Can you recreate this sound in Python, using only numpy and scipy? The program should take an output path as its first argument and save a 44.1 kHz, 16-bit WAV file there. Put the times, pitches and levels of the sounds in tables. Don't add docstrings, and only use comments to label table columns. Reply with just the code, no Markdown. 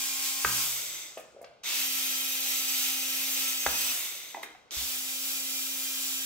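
import sys
import numpy as np
from scipy import signal
from scipy.fft import rfft, irfft
from scipy.io import wavfile
from scipy.ndimage import uniform_filter1d, map_coordinates

SR = 44100
rng = np.random.default_rng(int(sys.argv[2]) if len(sys.argv) > 2 else 0)


def gain_from_db(level_db):
    decades = np.asarray(level_db, float) / 20
    return 10 ** decades


def master(y):
    cut = np.clip(np.atleast_2d(y).T, -1, 1)
    pcm = np.round(cut * 32767)
    wavfile.write(sys.argv[1], SR, pcm.astype(np.int16))


N = 275625
T = np.arange(N) / SR

# f/Hz, level/dB per Hz
AIR = [(15, -27), (25, -12), (108, -1), (317, -7), (463, 3.5), (1560, -10.5), (1890, -29), (2050, -7),
       (5730, -19.5), (14000, -50), (16000, -38)]
# f/Hz, side minus mid level/dB
SIDE_MINUS_MID = [(60, 4.5), (110, -15.5), (200, -3), (380, -9), (700, -2.5), (1290, 0), (2380, -4),
                  (4400, 1), (8120, -0.5), (15000, 0)]
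# f/Hz, left minus right level/dB
LEFT_MINUS_RIGHT = [(60, -10), (110, 4.5), (200, 3), (380, 1.5), (700, 0.5), (1290, 0), (2380, 1.5),
                    (4400, -1), (8120, 2), (15000, -3.5)]

# t/s, then level/dB of each of the three desk modes
THUDS = [
    (0.449, -38, -44, -46.5),
    (3.668, -37.5, -57, -54),
    (3.84, -62, -70, -76),
    (4.768, -38.5, -67, -63),
    (4.818, -46, -78, -69),
    (4.94, -59, -86, -72),
]
# f/Hz, ring t/s
DESK_MODES = [(65, 0.25), (122, 1.18), (190, 0.61)]

# t/s, peak level/dB, centre f/Hz, length t/s
TICKS = [(0.446, -22, 2800, .002), (1.175, -36, 1700, 0.0051), (1.177, -46, 11500, 0.011),
         (1.197, -47.5, 11000, 0.015), (1.416, -50, 11000, 0.0087), (1.427, -52, 8000, 0.0045),
         (1.445, -43, 3300, 0.0049), (1.442, -40, 1500, 0.0044), (1.534, -69, 3800, .004),
         (1.54, -66, 3000, .004), (1.631, -53, 3500, 0.0065), (3.664, -27, 3300, .004),
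         (4.432, -27.5, 2380, 0.003), (4.437, -37, 1500, 0.0048), (4.428, -39, 9000, 0.018),
         (4.548, -46, 1500, 0.005), (4.7078, -30, 3490, 0.0023)]
# t/s, peak level/dB, centre f/Hz, ring t/s, edge level/dB
TAPS = [(1.172, -30, 626, 0.054, -19), (1.194, -41, 632, 0.11, -12), (1.346, -48, 464, 0.07, -23),
        (1.3635, -42, 590, 0.076, -49), (1.389, -45, 579, 0.077, -38), (1.413, -36.5, 617, 0.13, -17),
        (1.429, -45, 640, 0.097, -24), (1.444, -38.5, 584, 0.047, -9), (1.469, -52, 650, 0.076, -23),
        (1.512, -49, 580, 0.056, -25), (4.345, -27.5, 920, 0.041, 3), (4.369, -30, 790, 0.052, -7),
        (4.376, -34.5, 766, 0.07, -13), (4.431, -30.5, 900, 0.03, -1), (4.547, -48, 756, 0.056, -9)]
# t/s, peak level/dB, centre f/Hz, ring t/s, edge level/dB
POPS = [
    (.4479, -10, 1440, 0.023, 8),
    (.449, -32, 490, 0.054, -16),
    (3.6628, -12, 756, 0.034, 0.5),
    (3.6643, -14.5, 1930, 0.019, -6),
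    (3.6655, -31, 1090, 0.046, -6),
    (3.666, -39, 586, 0.09, 1),
    (4.347, -44, 366, 0.19, -30),
    (4.433, -45, 395, 0.19, -30),
]
COVER_HZ = np.geomspace(280, 4500, 30)

# start t/s, end t/s
RUNS = [
    (0, 1.63),
    (1.635, 4.7),
    (4.709, 6.25),
]
# release t/s, full shaft f/Hz, creep t/s, then middle, treble and cover buzz level/dB
TRIGGER = [
    (.635, 267.3, 0.23, -35, -36, -53),
    (3.915, 264.9, .12, -37, -36, -54),
    (6.5, 266.8, .4, -40, -37, -56.5),
]
FREED_S = [.448, 3.663, 7]
FULL_HZ = 266

ORDERS = [1, 2, 3, 4, 5, 6, 7.71, 9, 9.49, 10.09, 11.29, 12, 14, 15, 18, 21, 22, 23, 24, 27, 30, 33, 36, 48,
          58]
# level/dB in run 1, run 2 and run 3
WHINE = [(-56.5, -54.5, -54.5), (-95, -62.5, -66.5), (-56, -62, -67.5), (-54, -94, -84), (-79, -59.5, -67),
         (-59.5, -62.5, -63.5), (-71, -53, -60), (-54, -60, -54.5), (-72, -53.5, -71), (-74, -59, -63),
         (-72, -54, -57), (-60, -48.5, -51.5), (-70, -55.5, -60), (-62, -55, -58), (-67, -52, -56),
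         (-68, -47.5, -56), (-71, -56, -56), (-55, -50.5, -53), (-58, -46.5, -57), (-53, -58, -50.5),
         (-68, -49, -54), (-56, -69, -66), (-69, -53, -57), (-60, -45, -63), (-63.5, -51, -59)]

# f/Hz, level/dB per Hz
FACING = [
    [(1000, -58), (1700, -11), (2340, -3), (2870, -5), (3130, -2.5), (4340, -6.5), (4510, -3.5), (6880, -3),
     (7770, -1), (8450, -4), (11000, -6), (12400, -2.5), (16000, -4)],
    [(1000, -38), (1700, -6.5), (1990, -5), (2590, -1), (3500, -2.5), (3810, -2), (4180, -4.5), (6150, -4),
     (7840, -9), (10200, -15), (12500, -12), (15100, -11), (16000, -11.5)],
    [(1000, -43), (1700, -10), (2010, -12), (2230, -10), (2450, -6), (2960, -7), (3500, -4.5), (4340, -7),
     (4910, -4.5), (7840, -8), (8860, -14.5), (15000, -10.5), (16000, -10.5)],
]
# f/Hz, width f/Hz, level/dB
HOUSING = [(420, 350, 7), (2100, 250, 7), (3600, 280, 6), (6210, 170, 9), (7750, 300, 3), (12500, 700, 0)]
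# f/Hz, level/dB per Hz
BUZZ = [(100, -36), (200, -13.5), (330, -5.5), (420, -13.5), (560, -4.5), (800, -4), (1100, -2), (1400, 2),
        (1900, -7.5)]

# level/dB, rise t/s
START_DB = [-8, -16, -1]
RISE_S = [0.022, 0.023, .02]
SURGE_DB = [2.5, -1.5, 4.5]
FREED_DB = [0.6, 1, 4]
BRAKE_DB = [-2, 1, -2]
COAST_DB_PER_S = [-20.5, -37.5, -20.5]
STALL_DB_PER_S = [-63, -92, -12]
BRAKE_S = 0.04
TOP_HZ = 15750


def shape(x, points):
    hz, db = np.transpose(points)
    f = np.fft.rfftfreq(x.shape[-1], 1 / SR) + 1
    gain = gain_from_db(np.interp(np.log(f), np.log(hz), db))
    return irfft(rfft(x) * gain, x.shape[-1])


def unit(x):
    return x / np.sqrt(np.mean(x ** 2))


def walk(rate_hz):
    k = int(SR / rate_hz)
    held = np.repeat(rng.standard_normal(N // k + 1), k)
    return 1.22 * uniform_filter1d(uniform_filter1d(held, k), k)[:N]


def band(x, lo_hz, hi_hz):
    sos = signal.butter(3, [lo_hz, hi_hz], "bandpass", fs=SR, output="sos")
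    return signal.sosfilt(sos, x, axis=-1)


def add(out, s, sound):
    i = int(s * SR)
    out[..., i:i + sound.shape[-1]] += sound[..., :N - i]


def microphones(mid, side, lead=0.38):
    quarter_turn = np.imag(signal.hilbert(mid))
    side = shape(np.sqrt(1 - lead ** 2) * side - lead * quarter_turn, SIDE_MINUS_MID)
    left_tilt = [(hz, db / 2) for hz, db in LEFT_MINUS_RIGHT]
    right_tilt = [(hz, -db) for hz, db in left_tilt]
    return np.array([shape(mid + side, left_tilt), shape(mid - side, right_tilt)])


def still_air():
    return gain_from_db(-63.5) * unit(microphones(*shape(rng.standard_normal((2, N)), AIR)))


def room(x, t60_s=0.5, level_db=-4):
    t = T[:SR // 2]
    colour = [(150, 16), (600, 1.5), (3000, 3), (12000, -10.0)]
    tail = shape(rng.standard_normal((2, len(t))), colour)
    tail = microphones(*(tail * 1000 ** (-t / t60_s) * np.clip(t / 0.0031, 0, 1)))
    tail /= np.sqrt(np.sum(tail ** 2) / 2)
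    return gain_from_db(level_db) * signal.fftconvolve(x[None], tail, axes=1)[:, :N]


def desk_shake(shaft_hz):
    rumble = unit(band(rng.standard_normal((2, N)), 22, 120))
    return gain_from_db(-84.5 + 5.5 * walk(4.3)) * (shaft_hz / FULL_HZ) ** 2 * rumble


def desk_thuds():
    out, t = np.zeros(N), T[:SR]
    onset = 1 - np.exp(-t / 0.0015)
    for s, *levels_db in THUDS:
        for (hz, ring_s), db in zip(DESK_MODES, levels_db):
            tone = np.sin(2 * np.pi * hz * t) - 0.18 * np.sin(2.08 * np.pi * hz * t)
            add(out, s, gain_from_db(db) * tone * 1000 ** (-t / ring_s) * onset)
    return out


def bit_ticks(width=1.73):
    out, t = np.zeros((2, N)), T[:SR // 8]
    for s, peak_db, hz, length_s in TICKS:
        burst = band(rng.standard_normal((2, len(t))), hz / width, min(hz * width, TOP_HZ))
        envelope = np.exp(-t / length_s) * (1 - np.exp(-t / 0.00015))
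        add(out, s, gain_from_db(peak_db) * unit(burst) / 2 * envelope)
    return microphones(*out)


def cover_blows(rows, focus, edge_hz, edge_focus, rise_s, scatter):
    out, t = np.zeros(N), T[:SR // 4]
    draws = rng.random((len(rows), 3, len(COVER_HZ), 1))
    for (s, peak_db, centre_hz, ring_s, edge_db), (size, detune, start) in zip(rows, draws):
        hz = COVER_HZ[:, None] * (1 + 0.082 * detune)
        near = np.exp(-(np.log(hz / centre_hz) / focus) ** 2)
        near += gain_from_db(edge_db) * np.exp(-(np.log(hz / edge_hz) / edge_focus) ** 2)
        fade = 1000 ** (-t / (ring_s * (700 / hz) ** 0.54))
        modes = (0.17 + size) * near * np.sin(2 * np.pi * (hz * t + scatter * start)) * fade
        ring = modes.sum(axis=0) * (1 - np.exp(-t / rise_s)) ** 2
        add(out, s, gain_from_db(peak_db) * ring / np.abs(ring).max())
    return band(out, 183, 9000)


def since(k):
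    start_s = RUNS[k][0] or -3
    return np.maximum(T - np.array([[start_s], [FREED_S[k]], [TRIGGER[k][0]]]), 0)


def motor_speed():
    spin_up_s, creep_hz, freed_hz = 0.036, 7, 2
    brake_hz, coast_hz_per_s, crawl_hz = 20, 230, 59.88
    shaft_hz = np.zeros(N)
    for k, (_, full_hz, creep_s, *_) in enumerate(TRIGGER):
        on, free, off = since(k)
        speed = full_hz * (1 - 0.6 * np.exp(-on / spin_up_s))
        speed -= creep_hz * np.exp(-on / creep_s)
        speed += freed_hz * (free > 0)
        speed -= brake_hz * (1 - np.exp(-off / BRAKE_S)) + coast_hz_per_s * off
        shaft_hz = np.where(T >= RUNS[k][0], np.maximum(speed, crawl_hz), shaft_hz)
    return shaft_hz


def whine(shaft_hz, drive_db=3.5, waver=0.001225):
    turn = 2 * np.pi * np.cumsum(shaft_hz * (1 + waver * walk(25))) / SR
    run = np.searchsorted([t0 for t0, _ in RUNS], T, "right") - 1
    slow = np.clip(1 - shaft_hz / FULL_HZ, 0, 1)
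    out = 0
    for k, db in zip(ORDERS, WHINE):
        loose = min((k / 9) ** 2, 1)
        fade_db = -(55 if k == 3 else 200 + 60 * loose) * slow
        rough = 1 - 0.2 * loose + loose * (walk(60 + 2 * k) + 1j * walk(60 + 2 * k))
        level = gain_from_db(np.array(db)[run] + drive_db + fade_db + 1.2 * walk(4))
        skew = loose * (rng.uniform(-1.53, 1.93) + 0.37 * walk(5))
        phase = k * turn + np.outer([1, -1], skew)
        out = out + level * np.imag(rough * np.exp(1j * phase))
    return out


def rattle_db(k, j):
    surge_s, stall_s = 0.057, 0.4
    on, free, off = since(k)
    db = TRIGGER[k][3 + j] + START_DB[j] * np.exp(-on / RISE_S[j])
    db += SURGE_DB[j] * on / surge_s * np.exp(1 - on / surge_s)
    db += FREED_DB[j] * (free > 0)
    db += BRAKE_DB[j] * (1 - np.exp(-off / BRAKE_S)) + COAST_DB_PER_S[j] * off
    return db + STALL_DB_PER_S[j] * np.maximum(off - stall_s, 0)


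def recurring_clatter(turn, slots=210, memory=0.72):
    fresh = rng.standard_normal((2, int(turn[-1]) + 2, slots))
    kept = signal.lfilter([np.sqrt(1 - memory ** 2)], [1, -memory], fresh, axis=1).reshape(2, -1)
    return np.array([unit(map_coordinates(v, [turn * slots], order=3)) for v in kept])


def tooth_ticks(shaft_hz, scatter_db=1.0, mesh=0.26, wobble=0.092, repeat=0.24):
    turn = np.cumsum(shaft_hz) / SR
    size = gain_from_db(scatter_db * uniform_filter1d(rng.exponential(1, N), size=6))
    size *= 1 + mesh * np.cos(12 * np.pi * turn)
    size *= 1 + wobble * (np.cos(2 * np.pi * turn) + np.sin(4 * np.pi * turn))
    share = repeat * np.clip(shaft_hz / FULL_HZ, 0, 1) ** 2
    fresh = unit(size) * rng.standard_normal((2, N))
    return microphones(*(np.sqrt(1 - share) * fresh + np.sqrt(share) * recurring_clatter(turn)))


def gears(shaft_hz, flicker_db=1.05):
    teeth = tooth_ticks(shaft_hz)
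    f = np.fft.rfftfreq(N, 1 / SR)
    resonance = sum(gain_from_db(db) / (1 + 2j * (f - c) / w) for c, w, db in HOUSING)
    rings = irfft(rfft(teeth) * resonance, N)
    slack = np.clip(1.6 * (1 - shaft_hz / FULL_HZ), 0, 1) * np.clip(shaft_hz / 165, 0, 1) ** 3
    knock = (1 - 0.55 * slack) * teeth + slack * rings
    flicker = flicker_db * walk(13)
    out = np.zeros((2, N))
    for k, ((t0, t1), colour) in enumerate(zip(RUNS, FACING)):
        faced = shape(knock, colour)
        middle, treble = band(faced, 1900, 8000), band(faced, 8000, 17000)
        buzz = band(shape(knock, BUZZ), 90, 1900)
        running = (T >= t0) * (T < t1 + 0.005)
        for j, part in enumerate([middle, treble, buzz]):
            level = gain_from_db(rattle_db(k, j) + flicker)
            out += part / part.mean(axis=0).std() * level * running
    return out


def scene():
    shaft_hz = motor_speed()
    pops = cover_blows(POPS, focus=0.25, edge_hz=1810, edge_focus=0.31, rise_s=0.00036, scatter=0.037)
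    taps = cover_blows(TAPS, focus=0.17, edge_hz=2100, edge_focus=0.18, rise_s=0.00069, scatter=0.44)
    ticks = bit_ticks()
    echoes = room(gain_from_db(-1.5) * pops + taps + gain_from_db(2.5) * ticks[0])
    background = still_air() + echoes + desk_shake(shaft_hz) + desk_thuds()
    return background + ticks + pops + taps + whine(shaft_hz) + gears(shaft_hz)


def top_cut(x):
    return signal.sosfilt(signal.butter(12, 16870, fs=SR, output="sos"), x)


def record(dry):
    steep = signal.ellip(14, 0.2, 70, TOP_HZ, fs=SR, output="sos")
    mix = signal.sosfilt(steep, dry)
    return top_cut(mix)


dry = scene()
out = record(dry)
master(out)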